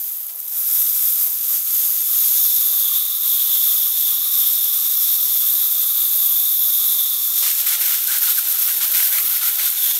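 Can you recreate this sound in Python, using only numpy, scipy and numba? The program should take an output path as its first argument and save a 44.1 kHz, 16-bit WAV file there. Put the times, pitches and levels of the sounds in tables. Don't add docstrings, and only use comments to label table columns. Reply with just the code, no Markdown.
import sys
import numpy as np
from scipy import signal
from scipy.fft import rfft, irfft
from scipy.io import wavfile
from scipy.ndimage import uniform_filter1d, minimum_filter1d
from numba import njit

SR = 44100
rng = np.random.default_rng(int(sys.argv[2]) if len(sys.argv) > 2 else 0)


def log_audio(samples):
    frames = np.atleast_2d(samples).T
    limited = np.clip(frames, -1, 1)
    pcm = np.round(limited * 32767).astype(np.int16)
    wavfile.write(sys.argv[1], SR, pcm)


N = 440559
TIME_S = np.arange(N) / SR
HAND_IN_S, REACH_S, PRESS_S = 7.405, 0.023, 0.37


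def undb(db):
    return 10 ** (np.asarray(db) / 20)


def together(a_db, b_db):
    return 10 * np.log10(undb(a_db) ** 2 + undb(b_db) ** 2)


def unit(x):
    return x / np.sqrt(np.mean(x ** 2))


def curves(table):
    times, *columns = np.transpose(table)
    return [np.interp(TIME_S, times, column) for column in columns]


def hand_fade(length_s):
    return np.clip((TIME_S - HAND_IN_S) / length_s, 0, 1)


def wander(per_s):
    return unit(np.interp(TIME_S * per_s, np.arange(N // 4), rng.standard_normal(N // 4)))


def colour(x, tone, size=2048):
    hz, db = np.transpose(tone)
    grid_hz = np.maximum(np.arange(size // 2 + 1) * SR / size, 1)
    gains = undb(np.interp(np.log(grid_hz), np.log(hz), db))
    cepstrum = irfft(np.log(gains))
    cepstrum[1:size // 2] *= 2
    cepstrum[size // 2 + 1:] = 0
    impulse = irfft(np.exp(rfft(cepstrum)))
    return unit(signal.fftconvolve(x, impulse)[:N])


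@njit
def bandpass(x, hz, width_hz):
    out, band, low = np.empty(len(x)), 0., 0.
    for i in range(len(x)):
        tuning, damping = np.tan(np.pi * hz[i] / SR), width_hz / hz[i]
        swing = (band + tuning * (x[i] - low)) / (1 + tuning * (tuning + damping))
        band, low = 2 * swing - band, low + 2 * tuning * swing
        out[i] = damping * swing
    return out


def ring(x, hz, width_hz):
    centre_hz = hz * np.ones(N)
    once = bandpass(x, centre_hz, float(width_hz))
    return unit(bandpass(once, centre_hz, float(width_hz)))


def drops(per_s, scatter_db):
    chance = 1 - np.exp(-per_s / SR)
    hits = rng.random(N) < chance
    sizes = undb(scatter_db * rng.standard_normal(N)) * rng.standard_normal(N)
    return unit(hits * sizes / np.sqrt(chance))


# frequency_hz, level_db
AIR_TONE = [(20, 10), (45, -3), (75, 0), (125, 3.5), (200, -7.5), (500, 7), (4000, -28)]


def garden_air():
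    return undb(-77.5) * colour(rng.standard_normal(N), AIR_TONE)


# centre_s, level_db
BUMP_CUES = [(0.819, -65), (1.108, -67), (1.307, -61), (2.225, -59), (2.727, -68), (2.868, -64.5),
             (3.906, -64), (4.028, -61), (4.481, -62), (6.619, -60.5), (6.717, -64), (6.841, -64),
             (7.226, -58.5), (7.407, -62), (8.073, -46.5), (8.293, -55), (8.486, -62), (8.771, -59),
             (9.243, -63), (9.467, -54)]


def bumps(width_s, gain_db):
    out, count = np.zeros(N), 800
    pulse = np.exp(-((np.arange(count) - count // 2) / SR / width_s) ** 2)
    for centre_s, level_db in BUMP_CUES:
        start = int(centre_s * SR) - count // 2
        out[start:start + count] += undb(level_db + gain_db) * pulse
    return out


# frequency_hz, level_db
RUNOFF_TONE = [(100, -25), (175, -17), (230, -9), (310, -2.5), (450, -2.5), (580, 1.5), (780, 3), (1000, 0),
               (1600, -8.5)]


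def runoff(jet_db):
    level_db = -51.05 + 0.33 * (jet_db - np.median(jet_db)) + 1.8 * wander(14)
    return undb(level_db) * colour(drops(6000, scatter_db=1.0), RUNOFF_TONE)


def pebble_clacks(splash_db, low_hz, high_hz, decay_s, gain_db, scatter_db, count):
    t, out = np.arange(SR // 40) / SR, np.zeros(N + SR)
    for when, pitch, softness in rng.random((count, 3)):
        start = int(HAND_IN_S * SR + when * (N - 1 - HAND_IN_S * SR))
        pitch_hz = low_hz * (high_hz / low_hz) ** pitch
        knock = np.sin(2 * np.pi * pitch_hz * t) * np.exp(-t / decay_s)
        out[start:start + len(t)] += undb(splash_db[start] + gain_db - scatter_db * softness) * knock
    return out[:N]


# start_s, level_db
TICK_CUES = [(0.2668, -14), (0.307, -23), (0.3586, -14), (0.4015, -13), (0.4817, -12), (1.0714, -9),
             (2.0597, -18), (3.052, -10), (3.1562, -16), (7.3914, -17), (7.5836, -9), (7.8022, -7),
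             (8.074, -6), (8.184, -1), (8.3864, 2), (8.486, -8.5), (8.5254, -7), (8.6213, -10), (8.676, 1),
             (8.7715, -17), (9.1324, -10), (9.2988, -7), (9.839, -10)]


def ticks(decay_s, gain_db):
    out, count = np.zeros(N), 256
    fade = np.exp(-np.arange(count) / SR / decay_s)
    bursts = fade * rng.standard_normal((len(TICK_CUES), count))
    cracks = signal.sosfilt(signal.butter(2, [10200, 14800], "bandpass", fs=SR, output="sos"), bursts)
    for (start_s, level_db), crack in zip(TICK_CUES, cracks):
        start = int(start_s * SR)
        out[start:start + count] += undb(level_db + gain_db) * crack / np.max(np.abs(crack))
    return out


# start_s, length_s, slap_db, mesh_db, hollow_ring_db, cupped_ring_db
SPLASH_CUES = [(0.283, 0.019, -46.5, -45, -66, -58), (7.417, 0.099, -35, -22, -57, -39),
               (7.655, 0.1, -36, -22, -38.5, -31), (7.801, .15, -38, -21.5, -42, -35),
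               (8.077, 0.097, -36.5, -22, -36, -44), (8.214, 0.11, -36, -21, -39, -52),
               (8.372, 0.017, -42, -19, -33.5, -46), (8.533, 0.034, -47, -32, -42, -41),
               (8.611, 0.018, -43, -17.5, -54, -52), (8.663, 0.051, -38, -24, -42, -41),
               (8.8, 0.052, -34.5, -24.5, -44, -35), (8.931, .08, -34, -21, -43, -30.5),
               (9.015, 0.076, -38.5, -21.5, -59, -40), (9.107, 0.098, -39.5, -21.5, -47, -30),
               (9.242, 0.14, -43.5, -23.5, -52.5, -39), (9.406, 0.083, -37.5, -23, -40, -31),
               (9.579, 0.094, -36, -24.5, -40.5, -38), (9.815, .1, -41, -21, -47, -54.5)]


def splash_envelopes(attack_s, release_s):
    t, gains = np.arange(SR // 2) / SR, np.zeros((4, N + SR))
    for start_s, length_s, *sends_db in SPLASH_CUES:
        shape = np.minimum(t / attack_s, 1) * np.exp(-np.maximum(t - length_s, 0) / release_s)
        start = int(start_s * SR)
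        gains[:, start:start + len(t)] += np.outer(undb(sends_db), shape)
    return 20 * np.log10(gains[:, :N] + 1e-9)


# frequency_hz, level_db
SPLASH_TONE = [(150, -68), (350, -16.5), (520, -28.5), (750, -7), (1050, -5.5), (1500, -3), (1830, -2),
               (2100, -1.5), (2400, 0), (3200, 3.5), (4600, 0), (6000, 1), (9000, -23), (14000, -22)]


def splashes(splash_db, cupped_db):
    burble_db = -70.5 + 4 * (TIME_S - HAND_IN_S) + 2.2 * wander(30)
    slap = undb(splash_db + 3.5) * colour(drops(11000, scatter_db=0.8), SPLASH_TONE)
    burble = ring(drops(900, scatter_db=2.0), hz=360 * (1 + 0.041 * wander(15)), width_hz=150)
    cupped = undb(cupped_db - 5.0) * ring(drops(4400, scatter_db=9.0), hz=2170, width_hz=590)
    return slap + cupped + hand_fade(REACH_S) * undb(burble_db) * burble


# time_s, lower_depth, upper_depth, upper_hz
NOTCH_MOVES = [(0.0, 0.1, 0.6, 4230), (0.4, .02, 0.6, 4250), (0.6, 0.4, 0.7, 4360), (1.9, 0, 0.44, 4160),
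               (2.5, 0.1, 0, 4750), (3.3, 0.1, 0.26, 4600), (5.3, 0.24, 0.24, 4900), (7.3, 0.5, 0.14, 5000),
               (7.5, .05, 0.3, 4850)]


def sieve_notches(x, lower_hz, width_hz):
    lower_depth, upper_depth, upper_hz = curves(NOTCH_MOVES)
    x = x - lower_depth * bandpass(x, lower_hz * np.ones(N), float(width_hz))
    return x - upper_depth * bandpass(x, upper_hz, float(width_hz))


def sieve_rings(mesh_db, knock_db, bright_db, middle_db, thin_db, hollow_db):
    drum_db = together(mesh_db + hollow_db + 1.3 * wander(16), knock_db)
    free_hz = 1202 - 3.9 * (bright_db - np.median(bright_db))
    pressed_hz = 1471 * (1 + 0.058 * wander(45))
    drum_hz = free_hz + hand_fade(PRESS_S) * (pressed_hz - free_hz)
    splutter_db, drift = 0.97 * wander(24), 0.011
    bright_hz = 3577 * (1 + drift * wander(9))
    # level_db, pitch_hz, width_hz
    modes = [(drum_db + 0.5, drum_hz * (1 + drift * wander(4.2)), 260),
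             (mesh_db + bright_db + splutter_db - 0.7, bright_hz, 500),
             (mesh_db + middle_db - 2.0, 5500, 850),
             (mesh_db + thin_db - 1.5, 6680, 750)]
    rings = sum(undb(db) * ring(drops(12000, scatter_db=0.6), hz, width) for db, hz, width in modes)
    return sieve_notches(rings, lower_hz=3070, width_hz=300)


# frequency_hz, level_db
PATTER_TONE = [(150, -50), (500, -28), (1000, -22), (1600, -16.5), (2300, -13.5), (2950, -10), (3900, -4),
               (4400, -3.5), (4950, -4.5), (5450, -8), (6100, -3), (7500, -2.5), (8200, -0.5), (10000, 0.5),
               (12500, -10)]
# frequency_hz, level_db
SIZZLE_TONE = [(5000, -47.5), (9000, -18.5), (10800, -5), (11900, 2), (12800, 7), (13700, 1), (14600, 2.5),
               (15700, -5)]


def spray(sizzle_db, patter_db, peak_hz):
    flow = undb(sizzle_db - np.max(sizzle_db))
    mist = colour(drops(36000 * flow, scatter_db=-1.3), SIZZLE_TONE)
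    wires = ring(drops(24000 * flow, scatter_db=3.5), peak_hz, width_hz=6100)
    sizzle = unit(mist + undb(-6.0) * wires) * undb(sizzle_db + 0.5 * wander(40))
    patter = colour(drops(36000 * flow, scatter_db=0.4), PATTER_TONE)
    return sizzle + undb(patter_db) * sieve_notches(patter, lower_hz=3020, width_hz=940)


# time_s, level_db
JET_FORCE = [(0.0, -24.5), (0.2, -27), (0.33, -30), (0.44, -29), (0.5, -26.5), (0.55, -21), (0.66, -20.5),
             (0.76, -17.5), (1.24, -19), (1.31, -21.5), (1.4, -24), (1.55, -17.5), (1.62, -23.5),
             (1.75, -18.5), (1.97, -19), (2.07, -20.5), (2.16, -16), (2.62, -17), (3.0, -18.5),
             (3.03, -20.5), (3.16, -22.5), (3.27, -18), (3.75, -17), (3.94, -20), (4.09, -16),
             (4.19, -21.5), (4.4, -16.5), (4.65, -18.5), (5.55, -17.5), (6.0, -19.5), (6.28, -17),
             (6.85, -17), (7.2, -20.5), (7.4, -18.5)]
# time_s, bright_ring_db, middle_ring_db, thin_ring_db, hollow_ring_db, stones_db, sizzle_peak_hz
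JET_AIM = [(0.0, -40, -33, -25, -35.5, -10, 13700), (0.75, -25.5, -20, -25, -35, -9.5, 12700),
           (1.6, -27, -23, -17.5, -31.5, -8, 12900), (2.45, -18.5, -16.5, -14.5, -35.5, -11.5, 12100),
           (2.95, -12, -23, -18, -32.5, -10.5, 13100), (3.12, -13.5, -19, -17.5, -29, -10.5, 12900),
           (3.3, -13, -20, -19, -31.5, -10.5, 13100), (3.75, -13, -17.5, -17.5, -32.5, -10.5, 13000),
           (4.4, -13, -16.5, -20.5, -32, -10, 12930), (5.2, -15.5, -15.5, -20, -31, -10, 13300),
           (6.1, -14, -23, -19.5, -31.5, -10, 13000), (6.6, -16, -20, -19.5, -35, -13.5, 13100),
           (7.05, -9, -17.5, -17, -28.5, -10, 12600), (7.5, -17, -15, -16.5, -32, -7, 13100),
           (9.3, -22.5, -19, -22.5, -24, -10.5, 12500), (9.9, -13, -17, -15, -33, -9.5, 12400)]


def hose_on_pebbles():
    jet_db, = curves(JET_FORCE)
    *ring_dbs, stones_db, peak_hz = curves(JET_AIM)
    slap_db, spurt_db, knock_db, cupped_db = splash_envelopes(attack_s=0.013, release_s=0.011)
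    hand_in = hand_fade(REACH_S)
    shield_db = hand_in * (-2.5 + 1.2 * wander(49))
    skin_db = -40 + 20 * np.log10(hand_in + 1e-9)
    mesh_db = together(jet_db + shield_db, spurt_db)
    splash_db = together(slap_db, skin_db)
    patter_db = together(mesh_db + stones_db + 0.5, splash_db + 8.0) + 0.66 * wander(50)
    rings = sieve_rings(mesh_db, knock_db, *ring_dbs)
    impacts = rings + spray(mesh_db + 1.37, patter_db, peak_hz) + splashes(splash_db, cupped_db)
    clacks = pebble_clacks(splash_db, low_hz=1300, high_hz=5230, decay_s=0.003,
                           gain_db=10, scatter_db=18.5, count=170)
    trickle = runoff(jet_db)
    surge = unit(undb(0.51 * wander(28) + 0.5 * wander(240)))
    water = impacts * surge + trickle + clacks + ticks(decay_s=0.0014, gain_db=1)
    return signal.sosfilt(signal.butter(4, 190, "highpass", fs=SR, output="sos"), water)


def scene():
    mix = hose_on_pebbles() + bumps(width_s=0.00085, gain_db=7.0) + garden_air()
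    return np.tile(mix, (2, 1))


def record(dry):
    ceiling, top_hz = 0.68, 15720
    gain = np.minimum(1, ceiling / (np.abs(dry) + 1e-9))
    gain = uniform_filter1d(minimum_filter1d(gain, size=65), size=65)
    return signal.sosfilt(signal.ellip(14, 0.1, 85, top_hz, fs=SR, output="sos"), dry * gain)


dry = scene()
out = record(dry)
log_audio(out)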